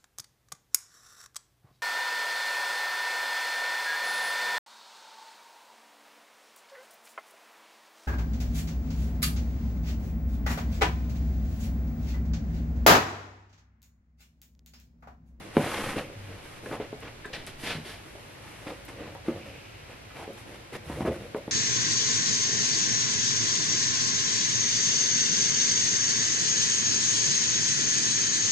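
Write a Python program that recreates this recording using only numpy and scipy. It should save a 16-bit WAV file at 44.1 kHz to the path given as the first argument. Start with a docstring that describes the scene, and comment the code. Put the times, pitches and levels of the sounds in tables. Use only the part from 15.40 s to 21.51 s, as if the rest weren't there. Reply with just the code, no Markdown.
"""A rasp of stretch velvet and a dull knock, close to a stereo microphone in a small workshop: a cover
is pulled over a padded chair and smoothed by hand. Pile catches on pile in strokes, the drag makes the
seat shell creak and drone, and hands and legs knock. Seams tick, something clacks once on the frame,
soles scuff the floor, the chair shifts and the hem squeaks. The rubbing and knocks sit near the centre;
behind them lies quiet room tone, a wide hiss and a low hum."""
import sys
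import numpy as np
from scipy import signal
from scipy.fft import rfft, irfft, next_fast_len
from scipy.io import wavfile
from scipy.ndimage import uniform_filter1d

SR = 44100
rng = np.random.default_rng(int(sys.argv[2]) if len(sys.argv) > 2 else 0)


def pcm_store(signal):
    """Save signal as 16-bit PCM."""
    levels = np.round(np.clip(np.atleast_2d(signal), -1, 1) * 32767)
    wavfile.write(sys.argv[1], SR, levels.astype(np.int16).T)


N = 269451

# hand strokes over the cover, and the seat shell ringing on after two knocks:
# (start [s], length [s], release [s], pile rasp [dB], fibre hiss [dB], seat shell [dB])
STROKES = [ (0.0, 0.0037, 0.22, -51.5, -60.5, -50), (0.122, 0.38, 0.063, -35, -45.5, -41),
           (0.557, 0.03, 0.036, -34, -49.5, -35.5), (.73, 0.26, 0.046, -55, -66, -66),
           (0.862, 0.086, .02, -53, -74, -52), (0.98, .19, 0.044, -51.5, -60, -62),
           (1.212, 0.1, 0.04, -49.5, -56.5, -48), (1.306, 0.049, 0.022, -42.5, -56.5, -44),
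           (1.388, 0.055, 0.019, -46, -66, -45), (1.603, 0.08, 0.026, -46.5, -72, -52),
           (2.56, 0.38, 0.09, -57.5, -63.5, -61), (2.96, 0.36, 0.11, -51, -60, -62),
           (3.257, 0.047, 0.02, -43, -61, -41), (3.478, 0.015, 0.044, -45.5, -57, -50.5),
           (3.54, 0.16, 0.03, -49, -70, -46.5), (3.843, 0.054, 0.063, -48, -62, -49),
           (3.91, 0.085, 0.028, -53.5, -67, -47), (4.051, 0.022, 0.062, -53, -63, -47.5),
           (4.477, 0.056, 0.026, -51.5, -66, -56), (4.736, 0.095, 0.031, -45.5, -58.5, -48.5),
           (4.883, 0.026, 0.025, -65, -76, -45.5), (4.967, 0.027, 0.04, -49, -56, -72),
           (5.048, 0.1, 0.05, -54.5, -62, -52), (5.138, 0.02, 0.008, -48, -63, -55),
           (5.32, 0.046, .005, -40, -53.5, -41.5), (5.427, 0.2, 0.03, -46.5, -55, -47),
           (5.648, 0.036, 0.015, -43.5, -54.5, -42), (5.703, 0.055, 0.04, -46.5, -58, -46.5),
           (5.785, 0.07, 0.05, -53, -63, -46.5), (5.955, 0.028, 0.012, -51, -61, -47)]
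# spectra of the rubbing: (frequency [Hz], level [dB])
RASP_SPECTRUM = [(290, -23), (500, -13), (652, -4), (754, 2), (938, 0), (1020, 1), (2160, -1.5), (3500, -8),
                 (4300, -12), (7690, -25), (9000, -35), (11700, -45), (19800, -120)]  # pile under a hard pull
WHISPER_SPECTRUM = [(500, -38), (900, -1), (1400, -24), (1950, -2), (2350, -5), (2800, -3), (3300, -19),
                    (5000, -22), (8000, -54), (12000, -36)]  # pile under a light touch
FIZZ_SPECTRUM = [(3000, -11), (5500, 2), (7500, 0), (9500, 2), (11200, 2), (12800, -8), (15000, -27)]  # fibres and floor grit
BODY_SPECTRUM = [(53, -63), (90, 4.5), (128, 0), (167, -8.5), (204, 1.5), (246, -5.5), (291, 6.5),
                 (374, -3.5), (481, 5.5), (618, -1), (747, -1.5), (838, -13.5), (1100, -24), (1430, -24),
                 (2420, -120)]  # the shaken seat shell
SOLE_SPECTRUM = [(300, -6), (550, -4), (800, -6), (1200, -11.5), (1700, -4.5), (2400, -5), (3400, -7.5),
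                 (4800, -11.5), (6500, -23), (9000, -30), (14000, -59)]  # a sole on the floor
LEG_SPECTRUM = [(25, -31), (50, -26), (70, 14), (100, 1), (150, 8), (220, -17), (400, -43), (1000, -70)]  # chair legs on the floor
GLIDE_SPECTRUM = [(1200, -40), (2000, -6), (2450, 0.5), (2900, -3), (3400, -14), (5000, -15), (9000, -35)]  # taut fabric on the seat edge
# resonances of seat shell and frame: (frequency [Hz], level [dB], t60 [s])
SHELL_MODES = [(146, 1, 0.26), (225.6, 5.5, 0.26), (277, -12.5, 0.11), (354, 7, 0.26), (400, 9, 0.037),
               (490, -11.5, 0.38), (493, -2, 0.61), (559, 2, 0.96), (632, 11, 0.053), (767, -10, 0.12),
               (896, -7, .1), (1230, -15, .08)]
# hiss of the workshop: (frequency [Hz], level [dB])
ROOM_TONE_SPECTRUM = [(12, -47), (20, -39), (49, 0), (74, -7.5), (106, 1), (157, -7.5), (207, -10.5),
                      (315, -8.5), (649, -11.5), (767, -12.5), (1070, -14.5), (2400, -15), (4430, -22),
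                      (11700, -34), (15500, -53)]
# air swaying as the body moves: (time [s], level [dB])
AIR_SWAY = [(0, -66), (.5, -45.5), (1.2, -59), (1.798, -55), (2.1, -50), (2.6, -61), (2.9, -67)]
# dry snaps of seam, hem, sole and chair foot: (time [s], level [dB], centre [Hz], decay [s])
TICKS = [(.168, -23.5, 2060, 0.0021), (1.259, -39.5, 1804, 0.0046), (1.311, -40, 1290, 0.0039),
         (1.328, -32, 1600, 0.0029), (1.331, -41.5, 1110, 0.033), (1.346, -42, 1500, 0.0027),
         (1.605, -49.5, 10400, 0.0022), (1.846, -40, 1670, 0.012), (1.857, -52.5, 8330, 0.0071),
         (1.932, -36, 2960, 0.016), (2.066, -37.5, 9200, 0.0015), (2.077, -40, 7500, 0.0014),
         (2.081, -49, 1900, 0.0093), (2.237, -36.5, 2110, 0.0085), (3.449, -52.5, 11400, 0.012),
         (3.487, -52, 5900, 0.0084), (3.7465, -58, 10540, 0.0037), (3.751, -43.5, 1010, .012),
         (3.884, -39, 1170, 0.011), (4.703, -47, 1588, 0.013), (4.931, -56.5, 10680, 0.012),
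         (5.369, -45, 5900, 0.0011), (5.663, -34, 1130, 0.014), (5.676, -38, 1217, 0.01),
         (5.963, -58, 9600, 0.0066)]
# dull blows on chair and floor: (time [s], level [dB], pitch [Hz], decay [s], relative contact [dB])
KNOCKS = [(.1683, 1.5, 380, .0016, -11), (.171, -16, 135, .008, -25), (.178, -20, 680, .004, -7),
          (.182, -21, 260, .007, -12), (.5455, -29, 290, .005, -10), (.61, -32, 533, .005, -10),
          (.6995, -29.5, 510, .003, -4), (1.261, -30, 400, .0062, -4), (1.3132, -21.5, 358, .0027, -1),
          (1.3275, -22, 430, .0018, 2), (1.4003, -19.5, 430, .004, -6), (1.5284, -24.5, 420, .004, -5),
          (1.901, -37, 501, .008, -20), (1.855, -33, 395, .0075, -8), (2.078, -39, 404, .0046, -10),
          (2.235, -28, 302, .0051, -2), (2.351, -27, 150, .009, -4), (2.384, -31, 230, .0062, -6),
          (2.458, -37.5, 379, .0096, -8), (2.752, -35.5, 568, .006, -7), (3.27, -31, 400, .004, -5),
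          (3.319, -31, 497, .008, -8), (3.75, -35, 554, .005, 2), (3.8832, -15, 335, .0095, -9),
          (4.8775, -22.5, 466, .0022, -12), (5.4985, -21, 293, .0037, -5), (5.514, -30, 480, .003, -4),
          (5.546, -32, 600, .002, -2), (5.572, -29, 500, .006, -9), (5.6063, -15.5, 300, .003, -4),
          (5.62, -22, 210, .005, -10), (5.6505, -15.5, 340, .003, -1), (5.6565, -20, 330, .004, -9),
          (5.6735, -18.5, 510, .008, -6), (5.6814, -15, 390, .0055, -10), (5.6975, -23, 330, .005, -12),
          (5.717, -34, 560, .004, -3), (5.763, -29, 330, .005, -7), (5.9469, -17, 430, .0042, -2),
          (5.9615, -29, 620, .004, -3), (6.0783, -22.5, 300, .005, -4)]
# damped swings of each blow: (pitch [ratio], level [dB], decay [ratio])
THUD_MODES = [(.73, -10, 1.2), (1.0, 0, 1.0), (1.5, -12, .8)]
# the rattle after a blow: (frequency [Hz], level [dB])
RATTLE_SPECTRUM = [(100, -32), (400, 3.5), (800, 4), (1100, -4), (1400, -14), (2300, -15), (3200, -33),
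                   (6000, -60)]
# the tube frame ringing: (time [s], pitch [Hz], level [dB], t60 [s])
FRAME_RINGS = [(.172, 566, -14, 0.067), (3.9, 549, -37.5, 0.47), (4.06, 547, -41, 0.18),
               (4.89, 547, -33, 0.13), (5.674, 546, -33, 0.37), (5.955, 546, -29.5, 0.14)]
# the taut cover slipping down the backrest: (time [s], pitch [Hz], level [dB])
DRONE_CURVE = [(0.709, 116.3, -60), (0.749, 103.7, -43), (.85, 97.7, -45.5), (.94, 96.5, -41),
               (.99, 99.5, -55)]
# a hard tap on the frame: (frequency [Hz], level [dB], t60 [s])
CLACK_MODES = [(1616, -33, 0.06), (1740, -33.5, 0.05), (2310, -40, 0.023), (3670, -41, .016)]
# soles on the floor: (start [s], length [s], release [s], slide [dB], grit hiss [dB])
SCUFFS = [(1.928, 0.022, 0.05, -37, -49.5), (2.068, 0.0066, 0.033, -41, -44),
          (2.172, 0.11, 0.068, -47, -44), (2.223, 0.04, 0.087, -37.5, -43), (2.252, 0.05, 0.05, -35, -44.5),
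          (2.298, 0.024, 0.018, -32, -51), (2.432, 0.086, 0.055, -42.5, -46.5)]
# slides: (start [s], length [s], release [s], level [dB])
CHAIR_SHIFTS = [(3.587, 0.51, .03, -52), (5.43, .15, .025, -40.5), (5.6, 0.1, 0.03, -35.5)]  # the chair on the floor
COVER_GLIDES = [(3.941, 0.21, 0.45, -53)]  # the cover along the seat edge
# the hem squeaking round the seat corner: (time [s], centre [Hz], level [dB])
HEM_CURVE = [(4.74, 1088, -61), (4.779, 960, -53), (4.827, 801, -44), (4.869, 765, -52), (4.899, 672, -75)]
# likeness of left and right in the finished sound; the highest treble is mono:
# (frequency [Hz], correlation [-1 to 1])
ACTION_LIKENESS = [(100, 1), (2000, 0.98), (3200, 0.81), (4500, 0.28), (7500, 0.083), (9200, 0.95),
                   (12000, 1)]  # cloth, chair, feet and the room's tail
HISS_LIKENESS = [(100, 1), (300, 0.19), (700, -0.08), (1200, -0.25), (2400, 0.38), (4000, -0.086),
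                 (7000, -0.58), (9500, -0.19), (11200, 1)]  # the steady hiss
# echoes off the floor, then walls and benches: (delay [s], gain [ratio])
ECHOES = [(.0047, 0.3), (0.013, 0.23), (0.019, 0.24), (0.026, 0.19), (0.034, 0.14), (0.038, 0.11),
          (.0446, .1)]
# the workshop's reverberation: (frequency [Hz], t60 [s])
ROOM_DECAY = [(100, 0.48), (300, 0.14), (600, 0.31), (1500, 0.045), (5000, 0.11), (14000, 0.04)]


def amp(db):
    """Decibels to gain."""
    return 10 ** (np.asarray(db) / 20)


def unit(x):
    """Scales to an rms of one."""
    return x / np.sqrt(np.mean(x ** 2) + 1e-20)


def read(points, hz):
    """Reads a table on a log-frequency axis."""
    f, value = np.transpose(points)
    return np.interp(np.log(hz + 1), np.log(f + 1), value)


def add(mix, s, sound):
    """Mixes a sound in at a time."""
    part = mix[..., max(round(s * SR), 0):][..., :sound.shape[-1]]
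    part += sound[..., :part.shape[-1]]


def colour(x, spectrum):
    """Gives a signal a spectrum, at an rms of one."""
    size = next_fast_len(x.shape[-1])
    gain = amp(read(spectrum, np.fft.rfftfreq(size, 1 / SR)))
    return unit(irfft(rfft(x, size) * gain, size)[..., :x.shape[-1]])


def wander(per_s):
    """A random drift that turns so many times a second."""
    return unit(np.interp(np.arange(N) / SR * per_s, np.arange(8000), rng.standard_normal(8000)))


def stereo(mid, side, likeness):
    """Blends two unrelated signals into a pair that is alike by a given amount in each band."""
    size = next_fast_len(N)
    same = np.clip(read(likeness, np.fft.rfftfreq(size, 1 / SR)), -1, 1)
    m = rfft(mid, size) * np.sqrt((1 + same) / 2)
    s = rfft(side, size) * np.sqrt((1 - same) / 2)
    return irfft(np.array([m + s, m - s]), size)[:, :N]


def gesture(s, db):
    """A gain that follows a short level curve and is silent outside it."""
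    return amp(np.interp(np.arange(N) / SR, s, db, left=-200, right=-200))


def swells(starts, lengths, releases, levels, rise_share=0.35, longest_rise_s=0.1):
    """The joint gain of several swells: each rises, holds to the end of its length and dies away."""
    t, power = np.arange(N) / SR, np.zeros(N)
    for start, length, release_s, db in zip(starts, lengths, releases, levels):
        rise = np.clip((t - start) / min(rise_share * length, longest_rise_s), 0, 1)
        release = np.exp(-np.clip((t - start - length) / release_s, 0, 20))
        power += (amp(db) * rise * release) ** 2
    return np.sqrt(power)


def slips(per_s, spread_db, smooth):
    """Two trains of tiny stick-slip releases of uneven size over a smooth sliding noise."""
    size = amp(spread_db * np.minimum(rng.exponential(1, (2, N)), 4))
    sign = rng.choice([-1, 1], (2, N))
    released = rng.random((2, N)) < per_s / SR
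    return unit(unit(size * sign * released) + smooth * rng.standard_normal((2, N)))


def ring(modes):
    """The dying sines of a struck object."""
    t = np.arange(SR // 2) / SR
    return sum(amp(db - 60 * t / t60) * np.sin(2 * np.pi * hz * t) for hz, db, t60 in modes)


def reflections(x, share):
    """The direct path to the microphone and a share of the echoes off nearby surfaces."""
    near = x.copy()
    for delay, gain in ECHOES:
        add(near, delay, share * gain * x)
    return near


def workshop(x, share, wet_db):
    """A sound in the small room: direct sound, near echoes and a short diffuse tail."""
    n = SR // 2
    taps = rng.standard_normal((2, n)) * (rng.random((2, n)) < 0.06)
    taps *= np.arange(n) > 0.007 * SR  # the tail arrives 7 ms late
    hz, t, bands = signal.stft(taps, SR, nperseg=256)
    tail = signal.istft(bands * amp(-60 * t / read(ROOM_DECAY, hz)[:, None]), SR, nperseg=256)[1]
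    wet = signal.fftconvolve(x[None], tail / np.linalg.norm(tail[0]), axes=1)[:, :N]
    return reflections(x, share) + amp(wet_db) * stereo(*wet, ACTION_LIKENESS)


def velvet():
    """Close up, pile catches on pile: a light touch whispers in narrow bands, a hard pull rasps."""
    start, length, release, rasp_db, hiss_db, _ = np.transpose(STROKES)
    force = swells(start, length, release, rasp_db)
    fizz_gain = swells(start, length, release, hiss_db)
    hardness = force / (force + amp(-54.5))
    catches = slips(per_s=3500, spread_db=0.5, smooth=0.41) * amp(1.9 * wander(per_s=110))
    rasp = colour(catches, RASP_SPECTRUM) * amp(0.3)
    whisper = colour(slips(per_s=4000, spread_db=3, smooth=0.27), WHISPER_SPECTRUM) * amp(-3)
    fizz = colour(slips(per_s=5000, spread_db=2, smooth=1), FIZZ_SPECTRUM)
    fizz *= amp(-1 + 0.18 * wander(per_s=120))
    pile = np.sqrt(hardness) * rasp + np.sqrt(1 - hardness) * whisper
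    return stereo(*(force * pile + fizz_gain * fizz), ACTION_LIKENESS)


def seat_shell():
    """The dragged cover shakes the seat shell in uneven slips; it rings on, as it does after two knocks."""
    start, length, release, _, _, shell_db = np.transpose(STROKES)
    drive = swells(start, length, release, shell_db)
    catches = slips(per_s=500, spread_db=2.5, smooth=1) * amp(1.8 * wander(per_s=58))
    creak = colour(catches, BODY_SPECTRUM) * drive
    modes = ring(SHELL_MODES)
    modes /= np.linalg.norm(modes)
    ringing = signal.fftconvolve(unit(catches) * drive, modes[None], axes=1)[:, :N]
    return stereo(*(creak * amp(3) + ringing * amp(-4)), ACTION_LIKENESS)


def room_tone():
    """Steady room hiss, a wavering electrical hum and a low sway of air."""
    hiss = stereo(*colour(rng.standard_normal((2, N)), ROOM_TONE_SPECTRUM), HISS_LIKENESS)
    hiss *= amp(-47 + 0.046 * wander(per_s=4.8))
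    hum = unit(np.sin(2 * np.pi * 101 * np.arange(N) / SR + 3.6 * wander(per_s=10)))
    hum *= amp(-73.5 + 1.3 * wander(per_s=3.1))
    air = colour(rng.standard_normal(N),
                 [(15, 1.5), (36, -6), (70, -14), (130, -9), (400, -12.5), (1500, -92)])
    return hiss + hum + air * gesture(*np.transpose(AIR_SWAY))


def ticks():
    """Seam, hem, sole and chair foot snap in short bursts of noise."""
    out, t = np.zeros(N), np.arange(SR // 8) / SR
    for s, db, hz, decay in TICKS:
        band = [(hz / 8, -22), (hz / 2, -9), (hz, 0), (hz * 2, -20), (hz * 4, -42)]
        burst = colour(rng.standard_normal(len(t)), band)
        add(out, s, amp(db) * burst * np.exp(-t / decay))
    return out


def knocks(contact_s=0.00024, rise_s=0.0005, rattle_s=0.011, band_hz=(125, 2200)):
    """Each padded blow is a contact click, a few damped swings, a rattle and a faint shell ring."""
    out, t = np.zeros(N), np.arange(SR // 2) / SR
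    shell_ring = amp(-48) * ring(SHELL_MODES)
    click = (t / contact_s - 1) * np.exp(-t / contact_s)
    for s, db, hz, decay, contact_db in KNOCKS:
        thud = -sum(amp(mode_db) * np.sin(2 * np.pi * hz * ratio * t) * np.exp(-t / (decay * share))
                    for ratio, mode_db, share in THUD_MODES)
        thud *= 1 - np.exp(-t / rise_s)
        rattle = colour(rng.standard_normal(len(t)), RATTLE_SPECTRUM) * np.exp(-t / rattle_s)
        contact = amp(contact_db) * (click + amp(-11.5) * rattle)
        add(out, s, amp(db) * (thud + contact + shell_ring))
    # the padding swallows the treble, and a chair is too small to radiate deep bass
    padded = signal.sosfilt(signal.butter(2, band_hz, "bandpass", fs=SR, output="sos"), out)
    return signal.sosfilt(signal.butter(4, 4500, fs=SR, output="sos"), padded)


def tube_frame(rise_s=0.0042):
    """The tube frame sings briefly after a blow or a tug."""
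    out, t = np.zeros(N), np.arange(SR // 2) / SR
    for s, hz, db, t60 in FRAME_RINGS:
        add(out, s, ring([(hz, db, t60)]) * (1 - np.exp(-t / rise_s)))
    return out


def backrest_drone():
    """The taut cover slips at a nearly regular rate and the backrest hums."""
    s, hz, db = np.transpose(DRONE_CURVE)
    pitch = np.interp(np.arange(N) / SR, s, hz) * (1 + 0.014 * wander(per_s=23))
    phase = 2 * np.pi * np.cumsum(pitch) / SR
    return unit(np.sin(phase) + 0.13 * np.sin(2 * phase)) * uniform_filter1d(gesture(s, db), size=600)


def clack(at_s=1.853, rise_s=0.00055):
    """Something hard taps the frame once, and its high modes die quickly."""
    out, t = np.zeros(N), np.arange(SR // 8) / SR
    add(out, at_s, ring(CLACK_MODES)[:len(t)] * (1 - np.exp(-t / rise_s)))
    return out


def sole_scuffs():
    """Soles slide over the workshop floor as the feet step back; grit under them hisses."""
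    start, length, release, slide_db, grit_db = np.transpose(SCUFFS)
    slide = colour(slips(per_s=4800, spread_db=1.5, smooth=0.9), SOLE_SPECTRUM)
    slide *= amp(1.1 * wander(per_s=65))
    slide *= swells(start, length, release, slide_db, rise_share=0.38)
    grit = colour(slips(per_s=6900, spread_db=2, smooth=1), FIZZ_SPECTRUM) * amp(-7.5)
    grit *= swells(start, length, release, grit_db, rise_share=0.38)
    return stereo(*(slide + grit), ACTION_LIKENESS)


def chair_legs():
    """The legs stick and slip on the floor, rumbling as the chair shifts."""
    rumble = colour(slips(per_s=270, spread_db=4.5, smooth=0.84), LEG_SPECTRUM)
    return stereo(*(rumble * swells(*np.transpose(CHAIR_SHIFTS))), ACTION_LIKENESS)


def cover_glide():
    """Taut fabric slides lightly along the seat edge with a narrow hiss that fades slowly."""
    hiss = colour(slips(per_s=3000, spread_db=2.5, smooth=1), GLIDE_SPECTRUM)
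    return stereo(*(hiss * swells(*np.transpose(COVER_GLIDES))), ACTION_LIKENESS)


def hem_squeak():
    """A fuzzy squeak, dead centre, falls in pitch as the hem slides to rest."""
    s, hz, db = np.transpose(HEM_CURVE)
    phase = 2 * np.pi * np.cumsum(np.interp(np.arange(N) / SR, s, hz)) / SR
    narrow_noise = wander(per_s=420) * np.sin(phase) + wander(per_s=270) * np.cos(phase)
    return unit(narrow_noise) * gesture(s, db)


def scene():
    """Cloth, chair and feet close to the microphone, with the workshop behind them."""
    rubbing = reflections(velvet() + cover_glide() + sole_scuffs(), share=0.5) * amp(-0.26)
    direct = hem_squeak() + seat_shell() + chair_legs() + backrest_drone() + tube_frame()
    blows = workshop(knocks(), share=0.43, wet_db=-13.5)
    snaps = workshop(ticks() + clack(), share=0.7, wet_db=-9)
    return rubbing + direct + blows + snaps + room_tone()


def record(dry):
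    """The recorder passes the sound up to 15.1 kHz."""
    lowpass = signal.firwin(511, 15100, window=("kaiser", 9), fs=SR)
    return signal.oaconvolve(dry, lowpass[None], "same", axes=1)


dry = scene()
out = record(dry)
pcm_store(out)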